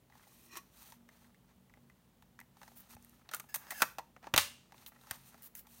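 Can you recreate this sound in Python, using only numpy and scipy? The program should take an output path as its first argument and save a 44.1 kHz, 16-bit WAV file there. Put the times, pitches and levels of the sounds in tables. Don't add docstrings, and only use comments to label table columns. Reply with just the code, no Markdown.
import sys
import numpy as np
from scipy import signal
from scipy.fft import rfft
from scipy.io import wavfile

SR = 44100
rng = np.random.default_rng(int(sys.argv[2]) if len(sys.argv) > 2 else 0)


def log_audio(samples):
    frames = np.atleast_2d(samples).T
    limited = np.clip(frames, -1, 1)
    pcm = np.round(limited * 32767).astype(np.int16)
    wavfile.write(sys.argv[1], SR, pcm)


N = 255780
T = np.arange(N) / SR


def undb(db):
    return 10 ** (np.asarray(db) / 20)


def unit(x):
    return x / np.sqrt(np.mean(x ** 2) + 1e-30)


def add(out, s, x):
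    i = int(np.clip(s * SR, 0, N - 1))
    out[i:i + len(x)] += x[:N - i]


def fade(t60, t=T):
    return np.exp(-np.log(1000) * t / t60)


def stroke(start, end, rise, fall):
    return np.clip(np.minimum((T - start) / rise, (end - T) / fall), 0, 1)


def walk(rate_hz):
    steps = rng.standard_normal(N // 20)
    return np.interp(T * rate_hz, np.arange(len(steps)), steps)


def low_cut(x, hz, order=2):
    return signal.sosfilt(signal.butter(order, hz, "high", fs=SR, output="sos"), x)


def resonate(x, modes):
    return sum(undb(db) * signal.lfilter(*signal.iirpeak(hz, hz / width, fs=SR), x)
               for hz, width, db in modes)


def ringing(modes):
    t = T[:SR // 2]
    return sum(undb(db) * np.sin(2 * np.pi * (hz * t + rng.random())) * fade(t60, t)
               for hz, db, t60 in modes)


def coloured(points):
    hz, db = np.transpose(points)
    gain = undb(np.interp(np.log(np.fft.rfftfreq(N, 1 / SR) + 1), np.log(hz), db))
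    return unit(np.fft.irfft(rfft(rng.standard_normal(N)) * gain, N))


def friction(grain_db):
    noise = rng.standard_normal(N)
    slip_sizes = np.minimum(rng.exponential(size=N // 8 + 1), np.pi)
    return noise * undb(grain_db * np.repeat(slip_sizes, 8)[:N])


def shell(force):
    # pitch in Hz, width in Hz, gain in dB.
    shell_modes = [(270, 150, 3), (610, 96, 3.5), (848, 200, 8), (1076, 250, 0.5), (1292, 280, 3),
                   (1825, 440, 0.5), (2610, 380, 1), (3150, 260, -3.5), (3890, 910, 3.5), (4410, 230, -6),
                   (6240, 1400, 2), (8910, 1000, 6), (12740, 2900, 3), (14400, 3600, 1.5)]
    edges_hz = [70, 600, 2200, 6500, 16500]
    body = force + resonate(force, shell_modes)
    return [signal.sosfilt(signal.butter(3, band, "band", fs=SR, output="sos"), body)
            for band in zip(edges_hz, edges_hz[1:])]


def room_tone(air_db=-69):
    # frequency in Hz, relative level in dB.
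    air_curve = [(15, -39), (25, -4), (242, -7.5), (301, -12), (607, -16), (677, -17.5), (936, -19.5),
                 (1610, -26.5), (2000, -25.5), (2550, -28), (2990, -25.5), (4870, -31), (13600, -31.5),
                 (14800, -26.5), (16000, -29.5)]
    # pitch in Hz, width in Hz, level in dB.
    hum_tones = [(54.7, 8, -78.5), (130.8, 7.4, -75.5), (186, 7.9, -76.5), (237, 3, -73)]
    hum = np.zeros(N)
    for hz, width, db in hum_tones:
        tone = resonate(rng.standard_normal(N), [(hz, width, 0)])
        hum += undb(db) * unit(resonate(tone, [(hz, 4 * width, 0)]))
    return undb(air_db) * coloured(air_curve) + hum


def reflections(x, wet_db=-17, t60=0.31, gap_s=.008, bright=0.34):
    t = T[:SR // 2]
    tail = rng.standard_normal(len(t)) * fade(t60, t) * np.clip(t / gap_s - 1, 0, 1)
    tail = signal.lfilter([1, -bright / 2], [1], tail)
    return x + undb(wet_db) * signal.fftconvolve(x, tail / np.linalg.norm(tail))[:N]


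def grip(slips_per_s=70, slip_s=0.0051, knock_db=-73, clack_db=-86, scatter_db=3):
    # time in seconds, gain in dB.
    fidget = [(0, -22), (.2, 1.5), (.4, -13), (1.25, -7), (2.5, -17), (2.65, 2.5), (3, -5), (4.65, -7.5),
              (4.85, 2.5), (5.8, -7)]
    onsets = rng.random(N) < slips_per_s / SR
    slips = onsets * undb(scatter_db * np.clip(rng.standard_normal(N), -2, 1.5))
    bursts = signal.lfilter([1], [1, -np.exp(-1 / (slip_s * SR))], slips)
    _, knock, clack, _ = shell(bursts * rng.standard_normal(N))
    creak = undb(knock_db) * unit(knock) + undb(clack_db) * unit(clack)
    return creak * undb(np.interp(T, *np.transpose(fidget)))


def rubs(grain_db=3.0, waver_db=1.5, rise_share=0.32, fall_share=.3):
    # start and end in seconds, knock level in dB, hardness in dB per band up.
    slides = [(0.093, 0.288, -73.5, 0), (0.22, 0.547, -78.5, 5.5), (.505, .597, -66.5, 1.5),
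              (0.552, 0.756, -78.5, -0.5), (0.705, 0.987, -69.5, 3), (1.06, 1.33, -76, 0),
              (1.474, 1.53, -72.5, -5.5), (2.532, 2.81, -75.5, 2.5), (2.772, 2.914, -74.5, 0),
              (2.885, 2.958, -66, 3), (2.917, 3.257, -79, 2.5), (3.313, 3.392, -57, -1),
              (3.56, 3.737, -63, -8), (4.215, 4.308, -61, -7.5), (4.719, 4.883, -70.5, 1),
              (4.86, 5.513, -73.5, 2), (5.083, 5.177, -61, -2), (5.25, 5.31, -78.5, 7.5),
              (5.655, 5.86, -73, 5)]
    bands = [unit(band) for band in shell(friction(grain_db))[1:]]
    out = np.zeros(N)
    for start, end, db, hardness in slides:
        pressure = stroke(start, end, rise_share * (end - start), fall_share * (end - start))
        out += pressure * sum(undb(db + hardness * k) * band for k, band in enumerate(bands))
    return out * undb(waver_db * walk(82))


def strap(grain_db=2.5, waver_db=1, rise_s=0.018, fall_s=0.025):
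    # start and end in seconds, level in dB.
    swishes = [(2.753, 2.829, -52.5), (4.86, 4.902, -47.5), (5.415, 5.489, -49.5), (5.546, 5.62, -48.5)]
    hiss = coloured([(500, -19), (1500, -9), (4000, -11.5), (6500, -8.5), (9000, -7.5),
                     (12000, 0.5), (15000, 2.5)])
    weave = undb(waver_db * walk(120) + grain_db * walk(1200))
    pressure = sum(undb(db) * stroke(start, end, rise_s, fall_s) for start, end, db in swishes)
    return unit(hiss * weave) * pressure


def film(grain_db=4, creep_start_s=.23, creep_db=-75, build_db_per_s=443, release_db_per_s=700):
    # pitch in Hz, width in Hz, gain in dB.
    strip_modes = [(347, 43, 2.5), (1116, 93, 1), (1910, 130, 0.5), (2450, 120, 1.5), (2760, 100, -7),
                   (4050, 140, -5.5), (5530, 350, -4)]
    # time in seconds, peak level in dB.
    slips = [(.535, -57.5), (.577, -49)]
    # pitch in Hz, level in dB, t60 in seconds.
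    freed_modes = [(1121, -51, .14)]
    freed_s = slips[-1][0]
    creep = undb(creep_db) * stroke(creep_start_s, freed_s, rise=0.067, fall=0.067)
    swells = sum(undb(db - np.maximum(build_db_per_s * (s - T), release_db_per_s * (T - s)))
                 for s, db in slips)
    out = unit(resonate(friction(grain_db), strip_modes)) * (creep + swells)
    add(out, freed_s, ringing(freed_modes))
    return out


def hinge(start_s=3.487, end_s=3.819, base_db=-70, growth_db=28, jerk_db=17.5, jerk_s=.035):
    # pitch in Hz, width in Hz, gain in dB.
    hinge_modes = [(904, 350, -14.5), (1690, 100, 2), (2676, 130, -8), (5050, 310, -9.5), (6460, 240, -10),
                   (8100, 400, -16), (11400, 400, -9), (15100, 900, -6)]
    slips = friction(grain_db=3.25)
    warped_time = T + np.cumsum(.014 * walk(40)) / SR
    squeak = np.interp(warped_time, T, resonate(slips, hinge_modes))
    scrape = undb(-3) * unit(low_cut(slips, 600))
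    swing_s = end_s - start_s
    elapsed = np.clip(T - start_s, 0, swing_s)
    swell = growth_db * (elapsed / swing_s) ** 2
    jerk = jerk_db * np.exp(-elapsed / jerk_s)
    level_db = base_db + swell + jerk - 0.8 * walk(92)
    gate = stroke(start_s, end_s, rise=0.0055, fall=0.0055)
    return unit(unit(squeak) + scrape) * undb(level_db) * gate


def thuds(hz=105, t60=0.058):
    # time in seconds, level in dB.
    pushes = [(2.95, -49.5), (4.3372, -30), (4.362, -38.5), (5.11, -45)]
    out, t = np.zeros(N), T[:SR // 4]
    for s, db in pushes:
        add(out, s, undb(db) * np.sin(2 * np.pi * hz * t) * fade(t60, t))
    return out


def contact(db, hardness, t60, mode_hz, lift_db, colour_db, low_hz=60, mode_q=8):
    snap_db, snap_s, rise_s = 6, 0.0007, 0.00042
    decay_stretch = (1, 1.1, .9, .8)
    t = T[:SR // 8]
    snap = (1 + undb(snap_db) * np.exp(-t / snap_s)) * (1 - np.exp(-t / rise_s))
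    force = rng.standard_normal(len(t)) * snap * fade(t60, t)
    force += resonate(force, [(mode_hz, mode_hz / mode_q, lift_db)])
    force = low_cut(force, low_hz)
    levels_db = db + np.array(colour_db) + hardness * (np.arange(4) - 1)
    out = 0
    for band, level_db, stretch in zip(shell(force), levels_db, decay_stretch):
        band = band * fade(t60, np.minimum(t, t60)) ** (1 / stretch - 1)
        attack_rms = np.sqrt(np.mean(band[:SR // 100] ** 2))
        out = out + undb(level_db) * band / attack_rms
    return out


def clicks():
    # start in seconds, base level in dB, hardness in dB
    # per band, t60 in seconds, mode of the struck spot in Hz, its lift in dB.
    knocks = [(.57, -49, 1, 0.063, 1140, 8), (3.313, -51.5, -2.5, .042, 1510, 9),
              (3.336, -38.5, -3.5, .062, 1450, 20), (3.346, -55.5, 8.5, 0.031, 1400, 0),
              (3.398, -50.5, 1.5, 0.035, 1190, 6), (3.542, -45, 2, 0.029, 1750, 9),
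              (3.546, -47, 5.5, 0.075, 1720, 12), (3.558, -47, 4, 0.04, 3740, 18),
              (3.706, -43.5, 0.5, 0.097, 1930, 14), (3.72, -47, -4.5, 0.033, 720, 13),
              (3.804, -42.5, -7.5, 0.063, 1480, 14.5), (3.8195, -22.5, -3, 0.053, 1460, 4),
              (3.984, -39, -7.5, 0.027, 923, 8), (3.989, -40.5, -10, 0.048, 926, 14.5),
              (5.11, -41.5, 1, 0.03, 2080, 4)]
    # start in seconds, base level in dB, hardness in dB per band.
    catch_snaps = [(4.339, -28, -4), (4.3619, -33.5, 1.5), (4.3773, -25.5, 1.5)]
    nail_clacks = [(3.29, -48, -3.5), (4.78, -62, -1.5), (4.862, -55.5, 4.5), (5.012, -68.5, 3)]
    finger_taps = [(.099, -64.5, -8.5), (.153, -62, -10), (.269, -64.5, -17), (.921, -55, -3),
                   (1.772, -65.5, -19), (2.223, -63, -3), (2.569, -62.5, -6), (2.615, -54.5, -8),
                   (2.631, -55, -3.5), (2.678, -56.5, -6), (2.715, -63, -10), (2.934, -60.5, -6),
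                   (2.966, -57, -11), (3.44, -61, -12), (3.668, -57.5, -5.5), (4.164, -55, -12),
                   (4.228, -58.5, -9), (4.242, -55, -8.5), (4.269, -44, -12), (4.721, -56, -5.5),
                   (4.743, -59.5, -12), (5.07, -58.5, -5), (5.343, -58, -10), (5.669, -63.5, 0)]
    film_ticks = [(0.122, -64.5, -11), (.238, -68, -12), (0.555, -53, -4.5), (0.564, -55, -3),
                  (1.089, -60, -6), (1.243, -70, -5), (1.345, -68.5, -6.5), (1.696, -69.5, -6),
                  (1.738, -63, -7), (1.898, -63.5, -8), (2.39, -53.5, -8.5), (2.401, -61.5, 1.5),
                  (2.412, -55.5, -9)]
    # start in seconds, base level in dB.
    tiny_ticks = [(2.95, -62), (3.025, -66), (3.047, -59.5), (3.095, -65), (3.358, -54), (3.366, -51),
                  (5.158, -62), (5.422, -59), (5.552, -48.5)]
    out = np.zeros(N)
    for s, db, hardness, t60, mode_hz, lift_db in knocks:
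        add(out, s, contact(db, hardness, t60, mode_hz, lift_db,
                            colour_db=(-18.5, 0, -2.3, 0.5), low_hz=290))
    for s, db, hardness in catch_snaps:
        add(out, s, contact(db, hardness, t60=0.037, mode_hz=3350, lift_db=14,
                            colour_db=(-12, 1, 2.5, -2), mode_q=3.5))
    for s, db, hardness in nail_clacks:
        add(out, s, contact(db, hardness, t60=0.04, mode_hz=3700, lift_db=16,
                            colour_db=(-26, -6.5, -0.5, -8.5), mode_q=3.3))
    for s, db, hardness in finger_taps:
        spot_hz = 850 * 2 ** (0.11 * rng.standard_normal())
        add(out, s, contact(db, hardness, t60=.034, mode_hz=spot_hz, lift_db=6.5,
                            colour_db=(-18.5, -0.5, -2.5, -2.5)))
    for s, db, hardness in film_ticks:
        add(out, s, contact(db, hardness, t60=0.027, mode_hz=2010, lift_db=14,
                            colour_db=(-30, 0, -1, 0.5)))
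    for s, db in tiny_ticks:
        add(out, s, contact(db, hardness=0, t60=0.013, mode_hz=1880, lift_db=11,
                            colour_db=(-30, -16, -12.5, -0.5)))
    return out


def latch(tap_s=3.984, home_s=4.378, spring_db=-42, buzz_db=-30, coils_db=-48, sizzle_db=-31):
    # pitch in Hz, relative level in dB, t60 in seconds.
    spring_modes = [(86, -9, .45), (241, -12, 0.2), (574, -2, 0.22), (1128, 5, 0.13), (1744, 6, 0.19),
                    (2300, 0, 0.14), (2680, -3.5, 0.27), (2790, -4, 0.4), (3020, -6.5, 0.37),
                    (3190, -4.5, 0.19), (3800, -4, 0.17), (4650, -6, .24), (5900, -10.5, .17),
                    (6374, -12, .25), (6900, -10, .24), (9100, -8, .26), (13200, -11.5, 0.19)]
    out = np.zeros(N)
    add(out, tap_s, ringing([(920, -44, 0.15)]))
    buzz = coloured([(300, -18.5), (750, -13.5), (1050, -1.5), (1850, -2), (2500, -2), (3900, 0),
                     (7500, -8), (9300, -2), (11000, -20.5)])
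    coils = coloured([(1300, -14), (2850, 1), (4400, -3), (7500, -6.5), (9300, -9), (11000, -27.5)])
    sizzle = unit(low_cut(rng.standard_normal(N), 5000, order=1))
    add(out, home_s, undb(buzz_db) * buzz * fade(t60=0.27))
    add(out, home_s, undb(coils_db) * coils * fade(t60=0.63))
    add(out, home_s, undb(sizzle_db) * sizzle * fade(t60=0.22))
    add(out, home_s, undb(spring_db) * ringing(spring_modes))
    return out


def scene():
    camera = clicks() + thuds() + rubs() + film() + strap() + grip() + hinge() + latch()
    return (reflections(camera) + room_tone())[None]


def record(dry):
    lean = low_cut(dry, 44, order=5)
    return signal.sosfilt(signal.ellip(10, .2, 70, 16000, fs=SR, output="sos"), lean)


dry = scene()
out = record(dry)
log_audio(out)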